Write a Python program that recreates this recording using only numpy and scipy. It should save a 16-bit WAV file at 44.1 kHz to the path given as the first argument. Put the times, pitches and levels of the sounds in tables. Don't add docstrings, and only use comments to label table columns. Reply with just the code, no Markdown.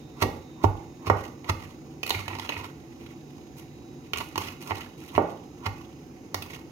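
import sys
import numpy as np
from scipy import signal
from scipy.fft import rfft, irfft
from scipy.io import wavfile

SR = 44100
rng = np.random.default_rng(int(sys.argv[2]) if len(sys.argv) > 2 else 0)


def file_out(sig):
    cols = np.atleast_2d(sig).T
    lim = np.clip(cols, -1, 1)
    pcm = np.round(lim * 32767).astype(np.int16)
    wavfile.write(sys.argv[1], SR, pcm)


N = 295911
TIME = np.arange(N) / SR

# (time at the height [s], crunch [dB], half length [s], treble [dB],
# strongest ring [Hz], slosh on the way back [dB])
PLUNGE_TABLE = [(0.224, -17.5, 0.0051, -4.5, 1270, -59), (.642, -30, 0.0048, -2, 1000, -60),
                (1.073, -26, 0.0063, -8.5, 1090, -50), (1.495, -18.5, 0.0039, -8.5, 1210, -54.5),
                (4.208, -26.5, 0.0052, -13, 958, -55.5), (4.703, -37, 0.0055, -7, 1120, -62),
                (5.161, -29.5, 0.0023, -12, 2250, -54), (5.662, -21, 0.0036, -11, 1361, -53)]
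# (time [s], strength [dB], counter thump [dB],
# room share [dB], corner of the soft blow [Hz], strongest ring [Hz])
KNOCK_TABLE = [(.222, 4, -21.5, 1.5, 764, 247), (0.2351, 2, -47, -4, 1020, 536),
               (.639, 6, -48, -21, 577, 277), (0.6425, 13.5, -15, -6.5, 977, 875),
               (1.071, -5, -26, -3.5, 1180, 418), (1.0995, 14, -21, -4, 1350, 566),
               (1.493, -2, -21, 0, 1345, 980), (4.708, 1.5, -31.5, -4.5, 2280, 735),
               (4.717, 0.5, -42, -20, 2120, 880), (5.1786, 14, -29.5, -1.5, 968, 627),
               (5.662, -3, -26.5, -0.5, 1390, 877)]
# (time [s], strength [dB], treble [dB], counter thump [dB], strongest ring [Hz])
TAP_TABLE = [(1.099, -0.5, -11.5, -52, 1330), (1.444, -15.5, -14, -51, 1040), (2.0311, -1, -4, -46, 2794),
             (2.0642, -4, 0, -57, 2430), (2.076, -8, 2, -55, 2400), (2.094, -4, 6, -62, 4400),
             (2.105, 5, -7, -48, 3750), (2.128, -13, -5, -47, 2330), (2.148, -3.5, -21, -31, 2110),
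             (2.28, -2.5, -8, -35.5, 2430), (2.331, -7.5, -26, -38, 880), (2.386, -8.5, -9, -54, 1006),
             (2.396, -6, -5.5, -50, 3150), (2.491, 2.5, -12.5, -53, 2660), (2.498, -4.5, -22, -50, 950),
             (2.5215, -3.5, -24, -56, 2600), (2.566, -7, -35, -37, 2270), (4.134, 1.5, -7.5, -41, 2840),
             (4.159, -9, -11, -40, 1198), (4.1728, -7, 4, -45, 2380), (4.183, -9, 7, -44, 2530),
             (4.357, 0, -14, -45, 850), (4.378, 2, -3.5, -39, 1060), (4.484, -7.5, -10, -41, 2670),
             (5.151, -7.5, -15, -30.5, 1000), (6.344, 1.5, -1, -34, 1110), (6.4224, -6.5, -1, -50, 2630)]
# (start [s], length [s], level [dB], treble [dB], strongest ring [Hz])
SCRAPE_TABLE = [(1.597, 0.021, -45, -20, 1000), (2.083, 0.12, -42, -10, 2164), (2.238, 0.23, -46, -12, 910),
                (2.486, 0.17, -46, -9.5, 970), (2.976, 0.15, -59, -5, 2325), (3.557, 0.029, -55, 12, 2500),
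                (4.16, 0.13, -51.5, 10, 2490), (4.394, 0.068, -40.5, 3, 2430), (4.596, 0.12, -52, 7, 2473),
                (4.741, 0.084, -44, -1, 2600), (4.973, 0.2, -54, 7.5, 2480), (6.359, 0.12, -58, 0, 995),
                (6.488, 0.058, -46.5, -2, 2260)]
# (frequency [Hz], width [Hz], relative level [dB])
JUG_MODES = [(309.4, 35, -7), (409.5, 108, -2), (806, 108, 1), (880, 265, -2.5), (1159, 140, 0.5),
             (1448, 120, -2.5), (1900, 124, -2), (2160, 200, 0), (2546, 170, -0.5), (2880, 210, -2),
             (3100, 950, -10.5), (4600, 210, -24), (5400, 1700, -16.5), (6280, 290, -9)]
# (frequency [Hz], relative level [dB])
PLASTIC_SNAP = [(25, -83), (150, -7.5), (550, -6), (1700, -47), (4000, -8.5), (7000, -14), (8000, -22),
                (12000, -14.5), (16000, -22.5)]
# (frequency [Hz], relative level [dB], t60 [s])
COUNTER_MODES = [(49.5, -10.5, 0.28), (91.7, -11.5, 0.25), (98.2, 4, 0.15), (143, -3.5, 0.12)]
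# (left delay [s], left gain [1], right delay [s], right gain [1])
NEAR_ECHOES = [(.0012, .5, 0.00092, 0.3), (.0033, 0.63, 0.003, 1), (.0052, .4, .0046, .25),
               (.0088, 0.17, 0.011, 0.24)]
# (frequency [Hz], level [dB])
LEFT_SHADE = [(100, 7), (300, -13.5), (700, -12.5), (1200, -5.5), (2400, -9.5), (4000, -3), (6500, -12.5),
              (9000, 1), (15000, -7)]
# (frequency [Hz], t60 [s])
ROOM_T60 = [(100, 0.53), (300, 0.49), (700, 0.45), (1800, 0.44), (5000, 0.4), (14000, 0.4)]
# (frequency [Hz], likeness [1])
DIFFUSE_LIKENESS = [(60, 0.75), (130, 0.89), (290, 0.99), (640, 0.55), (1400, 0), (15000, 0.28)]
# (frequency [Hz], level [dB])
DIFFUSE_LEAN = [(60, -4), (200, 0), (380, -2.5), (700, -7.5), (2400, -7), (4400, -3), (8000, -5.5),
                (15000, 3)]
# (frequency [Hz], relative level [dB per Hz])
HUM_SPECTRUM = [(15, -65), (25, -35), (70, -6), (103, -10), (136, -3), (194, -9.5), (248, -6), (347, -2),
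                (386, -13.5), (421, -9.5), (633, -20), (691, -25), (741, -12.5), (869, -20.5), (1700, -36),
                (2210, -71), (3740, -120)]
# (frequency [Hz], relative level [dB per Hz])
HISS_SPECTRUM = [(900, -26), (1700, -3.5), (2600, 1), (3500, -9), (6800, -3), (7700, -18), (10000, -18.5),
                 (12500, -15.5), (16000, -20)]
# (frequency [Hz], relative level [dB])
DRONE_NOTES = [(145.3, -55.5), (247.6, -53.5), (328.4, -56), (732.1, -69.5)]
# (frequency [Hz], relative level [dB])
WHINE_LINES = [(3634, -81), (3865, -76.5), (4091, -78), (4770, -83), (5227, -77), (5959, -79), (6137, -81),
               (6412, -79), (6589, -73), (7095, -84), (7273, -87)]
# (time [s], speed factor [1])
MOTOR_SPEED = [(0, 1.0135), (1.0, 1.013), (1.7, 1.0), (4.6, 1.0), (5.3, .9895), (6.71, .9895)]
# (time [s], gain [dB])
LOW_WHINE_FADE = [(0, 2.5), (.6, -0.5), (1.2, -3), (3, -0.5), (3.9, 2), (4.6, 5), (6.7, -12)]

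CRUNCH_SKIRT_S, CRUNCH_SKIRT_DB = 0.021, -22.5
PUSH_DB, PUSH_RISE_S, PUSH_HZ, PUSH_TREBLE_DB, PUSH_CORNER_HZ = -38.5, 0.026, 1040, 1, 1290
ENTRY_DB, ENTRY_RISE_S = -47, 0.024
LIFT_S, SLOSH_S = 0.14, 0.05
SCRAPE_ATTACK_S, SCRAPE_RELEASE_S = 0.011, 0.02
SMEAR_DB, SMEAR_RELEASE_S = -1.5, 0.054
STIR_DB = -65
RATTLE_PER_S, RATTLE_DB = 25, -7.5
HUM_DB, DRONE_TRIM_DB = -44.5, -2.0
BAND_EDGE_HZ = 16100


def amp(db):
    return 10 ** (np.asarray(db) / 20)


def unit(x):
    return x / np.sqrt(np.mean(x ** 2) + 1e-20)


def read(points, hz):
    f, value = np.transpose(points)
    return np.interp(np.log(hz + 1), np.log(f + 1), value)


def add(mix, s, sound):
    part = mix[max(round(s * SR), 0):][:len(sound)]
    part += sound[:len(part)]


def shaped(x, points):
    return irfft(rfft(x) * amp(read(points, np.fft.rfftfreq(N, 1 / SR))), N)


def wander(rate_hz):
    hz = np.fft.rfftfreq(N, 1 / SR)
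    return unit(irfft(rfft(rng.standard_normal(N)) * np.exp(-(hz / rate_hz) ** 2), N))


def grit(length, per_s, spread_db):
    size = amp(spread_db * np.minimum(rng.exponential(1, length), 4))
    happens = rng.random(length) < per_s / SR
    return unit(size * rng.standard_normal(length) * happens)


def jug_ring(spot_hz, spot_db, treble_db=0, corner_hz=None, spot_octaves=0.31, size=8192):
    hz = np.fft.rfftfreq(size, 1 / SR) + 1
    power = amp(read(PLASTIC_SNAP, hz)) ** 2
    for f, width_hz, db in JUG_MODES:
        power = power + amp(db) ** 2 / (1 + ((hz - f) / width_hz * 2) ** 2) ** 1.62
    spot_gain_db = spot_db * np.exp(-(np.log2(hz / spot_hz) / spot_octaves) ** 2)
    treble_gain_db = read([(2500, 0), (9000, treble_db)], hz)
    power = power * amp(spot_gain_db + treble_gain_db) ** 2
    if corner_hz:
        power = power * (amp(-48) ** 2 + 1 / (1 + (hz / corner_hz) ** 6))
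    log_gain = np.log(np.r_[power, power[-2:0:-1]]) / 2
    causal = np.exp(np.conj(signal.hilbert(log_gain)))[:len(hz)]
    delay_s = 0.0008 / np.sqrt(1 + hz / 2500)
    phase = -2 * np.pi * np.cumsum(delay_s) * SR / size
    ring = irfft(causal * np.exp(1j * phase))[:size // 2]
    return -ring / np.linalg.norm(ring)


def plunges(spot_db=8):
    out, t = np.zeros(N), np.arange(-SR // 10, SR // 10) / SR
    push = amp(PUSH_DB) * np.exp(-abs(t) / PUSH_RISE_S) * (t < 0)
    muffled = jug_ring(PUSH_HZ, spot_db, PUSH_TREBLE_DB, corner_hz=PUSH_CORNER_HZ)
    for s, db, half_s, treble_db, spot_hz, _ in PLUNGE_TABLE:
        skirt = amp(CRUNCH_SKIRT_DB) * np.exp(-abs(t) / CRUNCH_SKIRT_S)
        crunch = amp(db) * (np.exp(-abs(t) / half_s) + skirt)
        bright = jug_ring(spot_hz, spot_db, treble_db)
        for swell, ring in (push, muffled), (crunch, bright):
            force = swell * grit(len(t), per_s=3500, spread_db=2.5)
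            add(out, s + t[0], signal.fftconvolve(force, ring))
    return out


def knocks(spot_db=6):
    near, far = np.zeros(N), np.zeros(N)
    for s, db, _, room_db, corner_hz, spot_hz in KNOCK_TABLE:
        blow = amp(db) * jug_ring(spot_hz, spot_db, corner_hz=corner_hz)
        add(near, s, blow)
        add(far, s, amp(room_db) * blow)
    return near, far


def taps(chatter_s=0.0019, spot_db=8):
    out, t = np.zeros(N), TIME[:SR // 30]
    for s, db, treble_db, _, spot_hz in TAP_TABLE:
        force = 0.16 * rng.standard_normal(len(t)) * np.exp(-t / chatter_s)
        force[0] = 1
        force = force / np.linalg.norm(force)
        ring = jug_ring(spot_hz, spot_db, treble_db)
        add(out, s, amp(db) * signal.fftconvolve(force, ring))
    return out


def stroke(t, length_s, release_s):
    return np.clip(t / SCRAPE_ATTACK_S, 0, 1) * np.exp(-np.maximum(t - length_s, 0) / release_s)


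def scrapes(spot_db=8, clump_db=8):
    out, t = np.zeros(N), TIME[:SR // 2]
    clumps = unit(amp(clump_db * np.tanh(wander(rate_hz=42))))
    force = grit(N, per_s=900, spread_db=4.0) * clumps
    for s, length_s, db, treble_db, spot_hz in SCRAPE_TABLE:
        grind = force[round(s * SR):][:len(t)]
        grind = grind * stroke(t[:len(grind)], length_s, SCRAPE_RELEASE_S)
        add(out, s, amp(db) * signal.fftconvolve(grind, jug_ring(spot_hz, spot_db, treble_db)))
    return out


def effort():
    power = np.full(N, amp(STIR_DB) ** 2)
    for s, *_, slosh_db in PLUNGE_TABLE:
        power += (amp(ENTRY_DB) * np.exp(-abs(TIME - s) / ENTRY_RISE_S) * (TIME < s)) ** 2
        power += amp(slosh_db) ** 2 * np.exp(-((TIME - s - LIFT_S) / SLOSH_S) ** 2)
    for s, length_s, db, *_ in SCRAPE_TABLE:
        power += (amp(db + SMEAR_DB) * stroke(TIME - s, length_s, SMEAR_RELEASE_S)) ** 2
    return np.sqrt(power)


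def drag(pressure, treble_db=0, spot_db=11, count=7):
    slip = np.zeros(N)
    for spot_hz in np.geomspace(900, 3300, count):
        clumps = unit(amp(14 * np.tanh(wander(rate_hz=55) - 1)))
        force = grit(N, per_s=2500, spread_db=2.5) * clumps * pressure
        slip += signal.oaconvolve(force, jug_ring(spot_hz, spot_db, treble_db))[:N] / np.sqrt(count)
    return slip + amp(-5) * pops(pressure)


def pops(pressure, per_s=110, cycles=7, count=24):
    out = np.zeros(N)
    for hz in np.geomspace(850, 4200, count):
        age = TIME[:SR // 30] * hz / cycles
        chirp = np.exp(-age) * np.sin(2 * np.pi * cycles * age * (1 + 0.044 * age))
        for at, size in rng.random((round(per_s * N / SR / count), 2)):
            add(out, at * N / SR, pressure[int(at * N)] * amp(13.3 * size ** 2) * chirp)
    return out


def rattle(pressure, treble_db=-3, spot_db=10, spread_db=8, count=4):
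    out = np.zeros(N)
    for spot_hz in np.geomspace(1000, 3000, count):
        at, size = rng.random((2, round(RATTLE_PER_S * N / SR / count)))
        force = np.zeros(N)
        force[(at * N).astype(int)] = amp(spread_db * size)
        out += signal.oaconvolve(unit(force) * pressure, jug_ring(spot_hz, spot_db, treble_db))[:N]
    return amp(RATTLE_DB) * out / np.sqrt(count)


def thumps(pressure, rise_s=0.0041, rub_db=-7):
    out, t = np.zeros(N), TIME[:SR // 2]
    boom = -sum(amp(db - 60 * t / t60_s) * np.sin(2 * np.pi * hz * t) for hz, db, t60_s in COUNTER_MODES)
    boom = boom * (1 - np.exp(-t / rise_s))
    for s, _, db, *_ in KNOCK_TABLE:
        add(out, s, amp(db) * boom)
    for s, _, _, db, _ in TAP_TABLE:
        add(out, s, amp(db) * boom)
    rub = pressure * rng.standard_normal(N)
    out += amp(rub_db) * signal.oaconvolve(rub, boom / np.linalg.norm(boom))[:N]
    return signal.sosfilt(signal.butter(3, 48, "high", fs=SR, output="sos"), out)


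def ports(x, lag_s=0.00014):
    left, right = np.zeros(N), x.copy()
    add(left, lag_s, x)
    for left_s, left_gain, right_s, right_gain in NEAR_ECHOES:
        add(left, left_s, left_gain * x)
        add(right, right_s, right_gain * x)
    return np.array([shaped(left, LEFT_SHADE), right])


def pair(a, b, likeness=1):
    hz = np.fft.rfftfreq(len(a), 1 / SR)
    same = np.clip(likeness * read(DIFFUSE_LIKENESS, hz), -1, 1)
    left = same * rfft(a) + np.sqrt(1 - same ** 2) * rfft(b)
    return np.array([irfft(left * amp(read(DIFFUSE_LEAN, hz)), len(a)), a])


def kitchen(x, build_s=0.0058, likeness=1.0, count=5):
    out = np.zeros((2, N))
    for k in range(count):
        noise = pair(*rng.standard_normal((2, SR)), likeness)
        hz, t, z = signal.stft(noise, SR, nperseg=256)
        decay = amp(-60 * t / read(ROOM_T60, hz)[:, None])
        tail = signal.istft(z * decay, SR, nperseg=256)[1][:, :SR]
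        tail = tail * (1 - np.exp(-(TIME[:SR] / build_s) ** 2))
        tail = tail / np.linalg.norm(tail[1])
        share = np.sin(np.pi / 2 * np.minimum((10 * TIME - k) % count, 2))
        out += signal.fftconvolve((share * x)[None], tail, axes=1)[:, :N]
    return out


def background(hiss_db=-61.0):
    air = []
    for a, b in rng.standard_normal((2, 2, N)):
        hum = amp(HUM_DB) * unit(shaped(a, HUM_SPECTRUM))
        hiss = amp(hiss_db) * unit(shaped(b, HISS_SPECTRUM))
        air.append(hum + hiss)
    drone = np.zeros(N)
    for hz, db in DRONE_NOTES:
        slow = wander(rate_hz=3.3) * np.sin(2 * np.pi * hz * TIME)
        fast = wander(rate_hz=11.3) * np.cos(2 * np.pi * hz * TIME)
        drone += amp(db) * (slow + fast)
    return pair(*air) + amp(DRONE_TRIM_DB) * drone


def whine():
    speed = np.interp(TIME, *np.transpose(MOTOR_SPEED))
    turns = np.cumsum(speed) / SR
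    fade_db = np.interp(TIME, *np.transpose(LOW_WHINE_FADE))
    out = np.zeros((2, N))
    for hz, db in WHINE_LINES:
        casing_db = 11 * np.exp(-((hz * speed - 3685) / 30) ** 2)
        level_db = db + 3.5 + 2 * wander(rate_hz=4) + casing_db + fade_db * (hz < 4200)
        start_turn = rng.random((2, 1)) / 2
        out += amp(level_db) * np.sin(2 * np.pi * (hz * turns + start_turn))
    return out * amp([[-2], [2]])


def scene(tap_room_db=-5.0, plunge_room_db=-8, scrape_room_db=-8, thump_room_db=-7):
    pressure = effort()
    knock, far = knocks()
    tap, plunge, thump = taps(), plunges(), thumps(pressure)
    scrape = scrapes() + drag(pressure) + rattle(pressure)
    far = far + amp(tap_room_db) * tap + amp(plunge_room_db) * plunge
    far = far + amp(scrape_room_db) * scrape + amp(thump_room_db) * thump
    near = ports(knock + tap + plunge + scrape) + thump * amp([[-1], [0.5]])
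    return near + kitchen(far) + background() + whine()


def record(dry):
    thinned = signal.sosfilt(signal.butter(2, 35, "high", fs=SR, output="sos"), dry)
    band = signal.firwin(511, BAND_EDGE_HZ, window=("kaiser", 9), fs=SR)
    return signal.oaconvolve(np.clip(thinned, -1, 1), band[None], "same")


dry = scene()
out = record(dry)
file_out(out)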